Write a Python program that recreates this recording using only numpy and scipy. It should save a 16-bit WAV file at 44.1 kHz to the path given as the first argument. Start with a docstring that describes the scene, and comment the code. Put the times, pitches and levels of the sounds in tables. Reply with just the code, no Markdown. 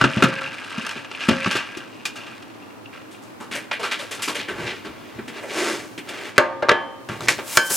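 """Kitchen counter in a small hard room, heard on a two-channel microphone over a quiet hum.
A plastic tub of soaked beans is knocked and set down: noise through wall resonances, booms, scattered taps.
Slippers scuff as gritty clicks and heel thuds, over a low rumble; cloth and fur swish as grainy noise.
A glass cup and a bag are put down and a scoop clinks: noise cracks, counter tones, clean glass modes.
Dry flakes pour into the cup as dense bright ticks."""
import sys
import numpy as np
from scipy import signal
from scipy.fft import rfft, irfft
from scipy.io import wavfile

SR = 44100
rng = np.random.default_rng(int(sys.argv[2]) if len(sys.argv) > 2 else 0)


def put_to_file(sound):
    """Save the sound as 16-bit audio at rate SR, in the file named by the first command-line argument."""
    columns = np.atleast_2d(sound).T  # one column per channel
    safe = np.clip(columns, -1, 1)
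    whole_steps = np.round(safe * 32767)
    wavfile.write(sys.argv[1], SR, whole_steps.astype(np.int16))


N = 342216
TIME = np.arange(N) / SR


def undb(db):
    """Amplitude factor of a level in dB."""
    return 10 ** (np.asarray(db) / 20)


def unit(x):
    """Scales to an RMS of 1."""
    return x / np.sqrt(np.mean(x ** 2))


def band(x, hz, width):
    """Two-pole resonance, gain 1 at the centre."""
    return signal.lfilter(*signal.iirpeak(min(hz, .45 * SR), hz / width, fs=SR), x)


def edge(x, hz, kind):
    """Second-order high- or low-pass."""
    return signal.sosfilt(signal.butter(2, hz, kind, fs=SR, output="sos"), x)


def curve(table):
    """Columns of a table over time; the level is -120 dB outside it."""
    s, db, *rest = np.transpose(table)
    level_db = np.interp(TIME, s, db, left=-120, right=-120)
    return [level_db] + [np.interp(TIME, s, column) for column in rest]


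def fade(t, t60):
    """Exponential decay by 60 dB in t60 seconds, never shorter than 5 ms."""
    return np.exp(-np.log(1000) * t / max(t60, .005))


def onset(t, rise):
    """Exponential approach to full strength."""
    return 1 - np.exp(-t / max(rise, .0001))


def add(out, s, sound, pan_db):
    """Mixes a sound in at its time; positive pan is louder on the left."""
    i = int(s * SR)
    out[:, i:i + sound.shape[-1]] += sound[..., :N - i] * undb(np.array([[pan_db], [-pan_db]]) / 2)


def grains(rate, spread_db, size=N):
    """Random clicks of uneven size, rate per second."""
    big_db = spread_db * np.minimum(rng.exponential(size=size), 3.0)
    hits = rng.random(size) < rate / SR
    return unit(hits * rng.standard_normal(size) * undb(big_db))


def thump(hz, size):
    """Dull noise around one pitch; the reversal puts it at full strength from the first moment."""
    return unit(band(band(rng.standard_normal(size), hz, 0.26 * hz), hz, 5.0 * hz))[::-1]


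SLAB_SIDE = 0.6  # share of the beating tones that differs left and right
CLEAN_BELOW_HZ = 1400  # higher modes crowd together and blur


def drone(modes, t, width, clean):
    """A damped slab: each mode is a clear tone among close ones that beat as they die, spread left and right."""
    mix = np.array([[1, SLAB_SIDE], [1, -SLAB_SIDE]])
    total = 0
    for hz, db, t60 in modes:
        noise = rng.standard_normal((2, len(t)))
        beating = mix @ unit(band(noise, hz, width)[:, ::-1])
        clean_gain = clean / (1 + (hz / CLEAN_BELOW_HZ) ** 4)
        polarity = np.sign(noise[0, 0])
        tone = clean_gain * polarity * np.sin(2 * np.pi * hz * t)
        total = total + undb(db) * fade(t, t60) * (beating + tone)
    return total


# colour of the room and appliance noise: (frequency [Hz], relative level [dB])
HUSH_COLOUR = [(18, -45), (30, 0), (60, -31), (108, 4.5), (152, -7), (270, 6), (324, 6.5), (350, 0.5),
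               (747, -5), (970, -5), (1970, -12.5), (2180, -14), (2360, -14), (4190, -17), (15500, -22)]
# treble of the hush, above about 1.8 kHz: (time [s], level change [dB])
HUSH_TREBLE_CHANGE = [(0, -15), (6.3, -4), (6.42, -39), (6.65, -20), (6.8, -19.5), (7.1, -5), (7.76, 11)]
HUSH_DB = -40.5  # RMS level before the treble change


def hush():
    """Room and appliance noise, unrelated left and right; its treble level shifts over time."""
    hz = np.fft.rfftfreq(N, 1 / SR) + 1
    colour_hz, colour_db = np.transpose(HUSH_COLOUR)
    colour = undb(np.interp(np.log(hz), np.log(colour_hz), colour_db))
    mid, side = irfft(rfft(rng.standard_normal((2, N))) * colour, N)
    both = unit(np.array([mid + side, mid - side])) * undb(HUSH_DB)
    treble_gain = undb(curve(HUSH_TREBLE_CHANGE)[0])
    return both + (treble_gain - 1) * edge(both, 1800, "high")


# echo of the small hard room, by band: (centre [Hz], t60 [s], relative level [dB])
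ROOM_BANDS = [(155, 0.55, 4.5), (450, 0.12, 16), (880, 0.36, 0.5), (2610, 0.21, 8.5), (5130, 0.025, -34),
              (10300, 0.17, 4)]
ROOM_DB, ROOM_SIDE = -12, 0.37  # echo level; share that differs left and right


def room(x):
    """Diffuse echoes: noise bands that each die at their own rate."""
    t = TIME[:SR // 2]
    mid, side = sum(undb(db) * band(rng.standard_normal((2, len(t))), hz, hz) * fade(t, t60)
                    for hz, t60, db in ROOM_BANDS)
    soft_start = np.minimum(t / 0.0026, 1)
    tail = np.array([mid + ROOM_SIDE * side, mid - ROOM_SIDE * side]) * soft_start
    return signal.fftconvolve(x[None], tail / np.sqrt(np.sum(tail ** 2) / 2), axes=1)[:, :N]


def scatter(x):
    """Nearby surfaces reach the two microphone channels differently, mostly in the treble."""
    t = TIME[:SR // 50]
    echoes = unit(rng.standard_normal(len(t)) * fade(t, 0.0044)) / np.sqrt(len(t))
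    side = signal.fftconvolve(edge(x, 1260, "high"), echoes)[:N]
    return undb(-13.0) * np.array([side, -side])


# footfalls and paws shaking floor and counter: (time [s], level [dB], deep part re level [dB])
FLOOR_SHAKES = [(4.499, -38, -4), (4.589, -32.5, -7), (4.878, -48, 2), (5.008, -53, -6), (5.149, -40, -9),
                (5.719, -56, -18), (5.789, -41.5, -20), (6.331, -47, -20), (7.091, -31, -29),
                (7.201, -33, -29), (7.286, -40, -15), (7.389, -52, -15)]
RUMBLE_RISE_S, RUMBLE_T60_S = 0.0075, 0.45


def rumble():
    """Low noise around two pitches, from floor and counter shaken by each step."""
    out, t = np.zeros((2, N)), TIME[:2 * SR // 5]
    envelope = onset(t, RUMBLE_RISE_S) * fade(t, RUMBLE_T60_S)
    for s, db, deep_db in FLOOR_SHAKES:
        shake = thump(128, len(t)) + undb(deep_db) * thump(75, len(t))
        add(out, s, undb(db) * envelope * shake, 0)
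    return out


# cloth and fur brushing past: (time [s], swell [s], hold [s], fade [s], level [dB],
# low part re level [dB], treble re level [dB])
BRUSHES = [(4.38, 0.23, 0.062, 0.25, -34.5, 2, -3), (4.79, 0.078, 0.32, 0.39, -47.5, -2.5, -82),
           (5.248, 0.12, 0.015, 0.078, -36, -4, -9), (5.421, 0.15, 0.13, 0.28, -27, 0, 4),
           (6.006, 0.088, 0.19, 0.13, -35, -5.5, -5), (6.347, 0.019, 0.0058, 0.0035, -33.5, -12, -7),
           (7.084, 0.0037, 0.017, 0.26, -34.5, -2, -3), (7.21, 0.0044, 0.048, .03, -43, 4, 10),
           (7.281, 0.0031, 0.0081, 0.092, -20.5, -8, 9), (7.361, 0.028, 0.0079, 0.082, -31, -10, -6)]
SWISH_DEPTH_DB = 30.5  # a brush swells from and fades to this far under its level


def swell(s, rise, hold, fall, depth_db):
    """Gain that climbs, holds and sinks straight in dB, with -120 dB outside."""
    corners = np.cumsum([s, rise, hold, fall])
    return undb(np.interp(TIME, corners, [-depth_db, 0, 0, -depth_db], left=-120, right=-120))


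def swish():
    """Soft rubbing: slightly grainy middle and treble over smooth low noise."""
    rub = grains(6000, 0.74)
    low = unit(band(band(rng.standard_normal(N), 306, 90), 990, 1160))
    middle = unit(band(rub, 2000, 1500))
    treble = unit(band(rub, 8240, 8500))
    out = 0
    for s, rise, hold, fall, db, low_db, treble_db in BRUSHES:
        cloth = middle + undb(low_db) * low + undb(treble_db) * treble
        out = out + undb(db) * swell(s, rise, hold, fall, SWISH_DEPTH_DB) * cloth
    return out


# slipper scuffs: (time [s], level [dB], centre [Hz], bite re scuff [dB], heel [Hz],
# heel thud re scuff [dB], treble re scuff [dB], t60 [s])
SLIPPER_SCUFFS = [(3.109, -45, 3340, -16, 304, -8, 12, 0.25), (3.218, -56, 874, -10, 301, 2, 17, 0.39),
                  (3.401, -32.5, 1100, -6.5, 262, -2.5, 0.5, 0.26),
                  (3.511, -28.5, 1780, 1, 298, -5, 4, 0.41), (3.549, -24, 2060, -4, 586, -5, 6, 0.17),
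                  (3.712, -9, 1200, -2, 513, -9, -21, 0.037), (3.723, -19, 2060, -8.5, 510, -15, -7, 0.18),
                  (3.793, -30, 1110, -0.5, 465, 1.5, 1, 0.35),
                  (3.828, -22, 1350, 0.5, 520, -21, -0.5, 0.27),
                  (3.911, -22.5, 1530, 5.5, 584, -13, 2, 0.19),
                  (3.988, -31.5, 1450, 4, 555, -3.5, 6.5, 0.34),
                  (4.109, -30.5, 1760, 5, 476, -4.5, 12, 0.26), (4.19, -30, 1170, -3, 353, -10, -3, 0.18),
                  (4.219, -28.5, 2290, 7, 361, -17, 18.5, 0.21),
                  (4.275, -22, 1180, 1.5, 303, -3.5, 7.5, 0.2), (4.347, -28.5, 1610, 7, 460, 0, 10.5, 0.17),
                  (4.383, -30, 2330, 5, 290, -3, 2, 0.27), (4.481, -23, 1610, -6, 330, -3, -4, 0.22),
                  (4.58, -33, 1600, -12, 286, 5, -28, 0.14), (4.659, -30, 2000, 3, 368, -22, -28, 0.43),
                  (4.698, -32, 2340, 2, 287, -24, -31, 0.17), (4.846, -30.5, 1406, -3, 280, 2, -2.5, 0.19),
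                  (4.871, -50, 1700, -2, 286, -5, -7, 0.16), (5.184, -29, 1710, -29, 262, 7, -9, 0.11),
                  (5.277, -32, 2000, 1, 271, 2, 4.5, 0.14), (5.372, -41, 1680, -1, 535, 1, 3, 0.46),
                  (5.425, -34, 1890, -19, 550, 5.5, 2, 0.28), (5.495, -36, 2000, 7.5, 410, 2, -6, 0.23),
                  (5.977, -25, 2630, -2, 316, -1.5, 4, 0.098), (6.087, -29, 2600, 5, 298, -18, 11.5, 0.076)]
SCUFF_RISE_S, SCUFF_BITE_HZ = 0.0074, 2590
SCUFF_TREBLE_T60_S = 3.3  # further decay of the treble, on top of the scuff's own
SCUFF_SLAP, SCUFF_SLAP_T60_S = 0.89, 0.02  # extra strength of the first contact


def slippers():
    """A sole scrapes grittily for a moment and the heel thuds."""
    out, t = np.zeros((2, N)), TIME[:2 * SR // 5]
    slap = 1 + SCUFF_SLAP * fade(t, SCUFF_SLAP_T60_S)
    for s, db, hz, bite_db, heel_hz, thud_db, treble_db, t60 in SLIPPER_SCUFFS:
        grit = grains(6000, 0.46, size=len(t))
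        scrape = unit(band(band(grit, hz, 0.48 * hz), hz, 1.94 * hz))
        bite = undb(bite_db) * unit(band(grit[::-1], SCUFF_BITE_HZ, 1700))
        treble = undb(treble_db) * unit(band(grit, 10100, 6300)) * fade(t, SCUFF_TREBLE_T60_S)
        heel = undb(thud_db) * thump(heel_hz, len(t))
        envelope = onset(t, SCUFF_RISE_S) * fade(t, t60) * slap
        add(out, s, undb(db) * envelope * (scrape + bite + treble + heel), 0)
    return out


# dry flakes, a trickle off the scoop and then the pour: (time [s], level [dB], middle re level [dB])
FLAKE_FLOW = [(7.42, -59, -4), (7.48, -44, 8.5), (7.53, -37, 5.5), (7.57, -30, 0.5), (7.6, -49, 1),
              (7.655, -38, -11), (7.67, -32, -12), (7.692, -38, -13), (7.7, -30, 2.5), (7.72, -23.5, -5),
              (7.76, -23, -6)]


def flakes():
    """Dense brittle ticks."""
    flow_db, middle_db = curve(FLAKE_FLOW)
    ticks = grains(14000, 1.1)
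    treble = edge(edge(ticks, 5800, "high"), 9800, "low")
    return undb(flow_db) * (unit(treble) + undb(middle_db) * unit(band(ticks, 1900, 4800)))


# blows on counter and cup: (time [s], crack [dB], centre [Hz], thud [Hz], thud re crack [dB],
# treble re crack [dB], counter ring re crack [dB])
COUNTER_BLOWS = [(6.38, 2, 1470, 530, -12.5, -8.5, -22), (6.624, -21, 1170, 540, 2.5, -37, -9),
                 (6.628, -19, 1030, 540, -4.5, -39, -16), (6.686, -11, 1030, 440, -22, -33, -11.5),
                 (6.692, 1, 1420, 535, -14, -32, -34), (6.702, -18, 1010, 593, -3, -30, -21),
                 (6.711, -14.5, 1610, 604, -22, -28, -26), (6.716, -9.5, 1670, 450, -7, -30, -17.5),
                 (7.089, -31.5, 1550, 225, -17, 2, -9), (7.097, -24, 1300, 225, -6, -25, -18),
                 (7.207, -26, 1240, 300, -3, 1.5, -23), (7.274, -22, 2070, 400, -16, -30, -42),
                 (7.285, -4, 2100, 407, -38, -3, -57), (7.389, -22, 860, 306, -6.5, -29, -17),
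                 (7.572, 0.5, 1400, 470, -21, 2.5, -31), (7.581, -30, 1450, 466, -36, -37, -50),
                 (7.708, -27, 1530, 280, -1.5, -16, -27)]
# distinct modes of the counter: (frequency [Hz], relative level [dB], t60 [s])
COUNTER_MODES = [(263.5, -10, 0.25), (351.4, -12, 0.43), (606, -9, .33), (780, -18, .9), (1062, -9, 0.4),
                 (1372, -2, 0.1), (1626, -8, 0.25), (2075, -12, 0.2), (538, -12, 0.75), (910, -12, .65),
                 (1110, -14, 0.65), (1206, -12, .8)]
# crowded small modes, too close to tell apart: (centre [Hz], width [Hz], relative level [dB], t60 [s])
COUNTER_CROWD = [(650, 440, -6.5, 0.68), (1580, 430, -4, 0.47), (2120, 260, -15, 0.26),
                 (3900, 1900, -25, 0.067)]
CRACK_T60_S = 0.034
JOLT_HZ, JOLT_T60_S, JOLT_DB = 135, 0.061, -24.5  # jolt level re crack


def cup():
    """Sharp cracks that jolt the counter and set it ringing."""
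    out, t = np.zeros((2, N)), TIME[:3 * SR // 5]
    jolt = undb(JOLT_DB) * np.sin(2 * np.pi * JOLT_HZ * t) * fade(t, JOLT_T60_S)
    for s, db, hz, thud_hz, thud_db, treble_db, counter_db in COUNTER_BLOWS:
        noise = rng.standard_normal((2, len(t)))
        snap = 0.89 * unit(band(noise[0], hz, 0.28 * hz))[::-1] * fade(t, CRACK_T60_S)
        hiss_fade = fade(t, 0.72 * CRACK_T60_S) + 2.0 * fade(t, 0.005)  # hard first contact
        treble = undb(treble_db) * unit(edge(noise[1], 3600, "high")) * hiss_fade
        thud = undb(thud_db) * thump(thud_hz, len(t)) * fade(t, 0.086)
        wash = sum(undb(wash_db) * fade(t, t60) * unit(band(band(noise[1], mode_hz, w), mode_hz, 2 * w))
                   for mode_hz, w, wash_db, t60 in COUNTER_CROWD)
        slab = undb(counter_db) * (drone(COUNTER_MODES, t, 19, 2.18) + wash)
        add(out, s, undb(db) * (snap + treble + thud + jolt + slab), 0)
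    return out


# modes of the glass cup: (frequency [Hz], level struck at the base [dB], struck at the rim [dB], t60 [s])
CUP_MODES = [(1545, -16, -1, .42), (1709, 1, -7, .32), (3098, -14.5, -12, .7), (3332, -26, -30, .6),
             (4651, -36, -28, .7), (5103, -32, -11.5, .3), (6121, -32, -28, .45), (7510, -26, -36, .3),
             (8608, -40, -32, .5), (8995, -38, -30, .8), (9588, -40, -32, .8)]


def ring(t, base_db, rim_db):
    """Clean glass modes; base and rim blows wake different ones."""
    return sum((undb(base + base_db) + undb(rim + rim_db)) * fade(t, t60) * np.sin(2 * np.pi * hz * t)
               for hz, base, rim, t60 in CUP_MODES)


# blows that leave the glass free to ring: (time [s], base ring [dB], rim ring [dB])
GLASS_RINGS = [(6.693, -19, -60), (6.714, -22, -60), (7.574, -60, -13)]


def glass():
    """Clean decaying glass tones of the cup."""
    out = np.zeros((2, N))
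    for s, base_db, rim_db in GLASS_RINGS:
        add(out, s, ring(TIME[:3 * SR // 5], base_db, rim_db), 0)
    return out


# wall resonances of the tub, four lower then three upper: (centre [Hz], width [Hz], relative level [dB])
WALL_RESONANCES = [(950, 290, 9), (1325, 340, 18.5), (1625, 133, 19.5), (1950, 680, 13.5), (5280, 1800, 3),
                   (2475, 200, 18), (2730, 300, 17.5)]


def walls(x):
    """The hollow colour of the tub."""
    resonances = sum(undb(db) * band(x, hz, w) for hz, w, db in WALL_RESONANCES)
    return unit(resonances + 0.027 * band(x, 2100, 9000))


def crack(t, t60, treble_db):
    """The walls of the tub struck once; the treble dies first."""
    noise = rng.standard_normal((2, len(t)))
    treble = undb(treble_db) * unit(band(noise[1], 12300, 15000)) * fade(t, 0.53 * t60)
    return walls(noise[0]) * fade(t, t60) + treble


BEANS_PER_S, BEAN_SPREAD_DB = 350, 3.4  # taps a second on each wall resonance, their spread of size


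def taps(resonances):
    """Bean taps, a separate stream on each wall resonance."""
    return unit(sum(undb(db) * unit(band(grains(BEANS_PER_S, BEAN_SPREAD_DB), hz, w)) * np.sqrt(w)
                    for hz, w, db in resonances))


# beans rolling and shifting: (time [s], level [dB], lower wall resonances re level [dB])
BEAN_SHIFTS = [(0.0, -38, 8), (0.09, -34, 2), (0.3, -40.5, 6.5), (0.5, -39.5, 5.5), (0.55, -38, 1),
               (0.65, -42, 2), (0.75, -39, 1), (0.87, -36, 0), (0.99, -39, 0), (1.03, -48, -4),
               (1.19, -39.5, 0.5), (1.24, -33.5, 3), (1.38, -36.5, 4.5), (1.45, -35.5, 4), (1.51, -33, -2),
               (1.545, -35, 6), (1.57, -29.5, 2), (1.63, -40, 3), (1.85, -48.5, 4), (2.04, -50, -19),
               (2.25, -46.5, 1), (2.56, -53.5, -9), (2.9, -70, -4), (2.94, -46, 1), (3.03, -54, -2),
               (3.35, -63, -3)]
RUSH_DB = 1.6  # depth of the rushes


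def patter():
    """Each bean lands on its own spot and wakes one resonance of the walls; they come in small rushes."""
    level_db, low_db = curve(BEAN_SHIFTS)
    wander = np.clip(unit(edge(rng.standard_normal(N), 2.8, "low")), -2, 1.5)
    upper = taps(WALL_RESONANCES[4:])
    lower = undb(low_db) * taps(WALL_RESONANCES[:4])
    ticks = grains(2 * BEANS_PER_S, BEAN_SPREAD_DB)
    middle = undb(-4.5) * unit(band(ticks, 3200, 3500))
    treble = undb(-6.5) * unit(band(ticks, 8600, 2800))
    return undb(level_db + RUSH_DB * wander) * (upper + lower + middle + treble)


# single beans ticking on the wall: (time [s], relative level [dB], centre [Hz])
SINGLE_BEANS = [(0.315, -31, 2570), (0.3625, -21, 2580), (0.391, -22, 2270), (0.425, -32, 2510),
                (0.441, -20.5, 2700), (0.459, -20, 2700), (0.475, -23, 2620), (0.5847, -29, 2290),
                (0.6396, -30, 2600), (0.812, -17, 2630), (0.9782, -28, 2640), (1.1488, -18, 2600),
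                (1.236, -14, 2600), (1.4109, -22, 2580), (1.4303, -19, 2600), (1.4443, -13.5, 2650),
                (1.5565, -28, 2600), (1.6373, -38, 2560), (1.669, -35, 2280), (1.6886, -24, 2570),
                (1.749, -23, 2450), (1.8038, -27, 2900), (1.945, -52, 2570), (1.9535, -41, 2600),
                (2.055, -9.5, 2500), (2.2154, -39, 2620), (2.379, -31, 1950), (2.4993, -34.5, 2500),
                (2.557, -42, 2220), (2.7062, -39, 2570), (2.8574, -30, 2660), (2.931, -34, 2340),
                (3.1462, -30.5, 2630)]
BEAN_TICK_T60_S, BEAN_TICK_WIDTH_HZ = 0.034, 170


def bean_ticks():
    """Each bean wakes a short narrow ring of noise."""
    out, t = np.zeros((2, N)), TIME[:SR // 10]
    for s, db, hz in SINGLE_BEANS:
        narrow = unit(band(rng.standard_normal(len(t)), hz, BEAN_TICK_WIDTH_HZ))[::-1]
        add(out, s, undb(db) * narrow * fade(t, BEAN_TICK_T60_S) / 2, 0)
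    return out


# handfuls of beans thrown against the wall: (time [s], level [dB], treble re level [dB], t60 [s])
BEAN_HANDFULS = [(0.848, -27, -15, 0.062), (0.865, -21, 5, 0.041), (0.892, -22, 5, 0.036),
                 (0.91, -28, 1, 0.11), (1.046, -31, -31, 0.077), (1.114, -23, -27, 0.032),
                 (1.207, -26.5, -29, 0.27), (1.5109, -15, 3, 0.032), (1.516, -23, 0, 0.3),
                 (2.053, -28.5, 14, 0.22), (2.157, -34, 3, 0.44), (2.265, -35, -10, 0.19),
                 (2.423, -35, 1, 0.058)]
THROW_RISE_S, THROW_BODY_HZ, THROW_BODY_DB = 0.00033, 326, -30  # body re level


def bean_throws():
    """Beans strike the wall together: a crack over a faint dull body."""
    out, t = np.zeros((2, N)), TIME[:2 * SR // 5]
    for s, db, treble_db, t60 in BEAN_HANDFULS:
        body = undb(THROW_BODY_DB) * thump(THROW_BODY_HZ, len(t)) * fade(t, t60)
        add(out, s, undb(db) * onset(t, THROW_RISE_S) * (crack(t, t60, treble_db) + body), 0)
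    return out


# tub knocked on the counter: (time [s], crack [dB], thud [Hz], thud re crack [dB], treble re crack [dB],
# hollow re crack [dB], crack t60 [s], ring re crack [dB])
KNOCKS = [(0.011, -14, 149.4, 2.5, -1, 9, 0.069, -16), (0.039, -9.5, 231, 6, -30, 3.5, 0.063, -20),
          (0.169, -24, 221, 10.5, -19, -9, 0.13, -10), (0.223, -7, 307, 2, -0.5, 1, 0.049, -29.5),
          (0.236, -14, 216, 7, 6, 4.5, 0.098, -14), (0.283, -30, 265, 9, -24, -10, 0.06, -24),
          (0.779, -24, 213, 1, 0, -29, 0.065, -22), (0.96, -31.5, 242, 8, -22, -16, 0.27, -17),
          (1.286, -9, 239, 3, 0, -18, 0.079, -21), (1.308, -20.5, 151.7, 4.5, -25, -14, 0.15, -13.5),
          (1.46, -16, 215, 1, -25, 4.5, 0.043, -25), (1.467, -19.5, 199, 5.5, -25, -5, 0.05, -30),
          (1.553, -21.5, 295, 5, 0.5, -25, 0.33, -35), (1.77, -33.5, 302, 7, 9, -24, 0.18, -17.5)]
# ringing modes of the tub: (frequency [Hz], relative level [dB], t60 [s])
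TUB_MODES = [(133, 3, 0.22), (198, -10, 0.1), (265, 3, 0.25), (354, 0, 0.14), (538, -7, 0.65),
             (641, -12, 0.55)]
TUB_HOLLOW_HZ, KNOCK_PAN_DB = 1363, 1
KNOCK_RISE_S, BOOM_RISE_S = 0.0019, 0.0023
THUD_CYCLES, BOOM_BLUR = 13.3, 1  # a thud dies in so many cycles; noise re tone in a boom


def tub():
    """Knocks crack through the walls and boom in the bottom, slightly left."""
    out, t = np.zeros((2, N)), TIME[:2 * SR // 5]
    for s, db, hz, thud_db, treble_db, hollow_db, t60, ring_db in KNOCKS:
        hollow_noise = unit(band(rng.standard_normal(len(t)), TUB_HOLLOW_HZ, 140))
        hollow = undb(hollow_db) * hollow_noise * fade(t, t60)
        blurred_tone = np.sin(2 * np.pi * hz * t) + BOOM_BLUR * thump(hz, len(t))
        boom = undb(thud_db) * blurred_tone * fade(t, THUD_CYCLES / hz)
        boom = boom + undb(ring_db) * drone(TUB_MODES, t, 16, 2.26)
        shell = onset(t, KNOCK_RISE_S) * (crack(t, t60, treble_db) + hollow)
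        add(out, s, undb(db) * (shell + onset(t, BOOM_RISE_S) * boom), KNOCK_PAN_DB)
    return out


def soften(x):
    """Softens everything above about 5 kHz."""
    return edge(x, 4950, "low")


def scene():
    """Direct sources with their echoes, over the hush; the glass tones are mixed in without added echo."""
    beans = patter() + bean_ticks() + bean_throws()
    softened = soften(rumble() + swish() + slippers() + cup() + beans + tub())
    direct = softened + flakes()  # the flakes keep their treble
    mid = direct.mean(axis=0)
    return hush() + undb(ROOM_DB) * room(mid) + scatter(mid) + direct + soften(glass())


def record(dry):
    """The microphone loses the deep bass, the loudest peaks clip, the top is cut at 15.9 kHz."""
    clipped = np.clip(edge(dry, 56, "high"), -1, 1)
    return signal.sosfilt(signal.ellip(10, .2, 70, 15900, fs=SR, output="sos"), clipped)


dry = scene()
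out = record(dry)
put_to_file(out)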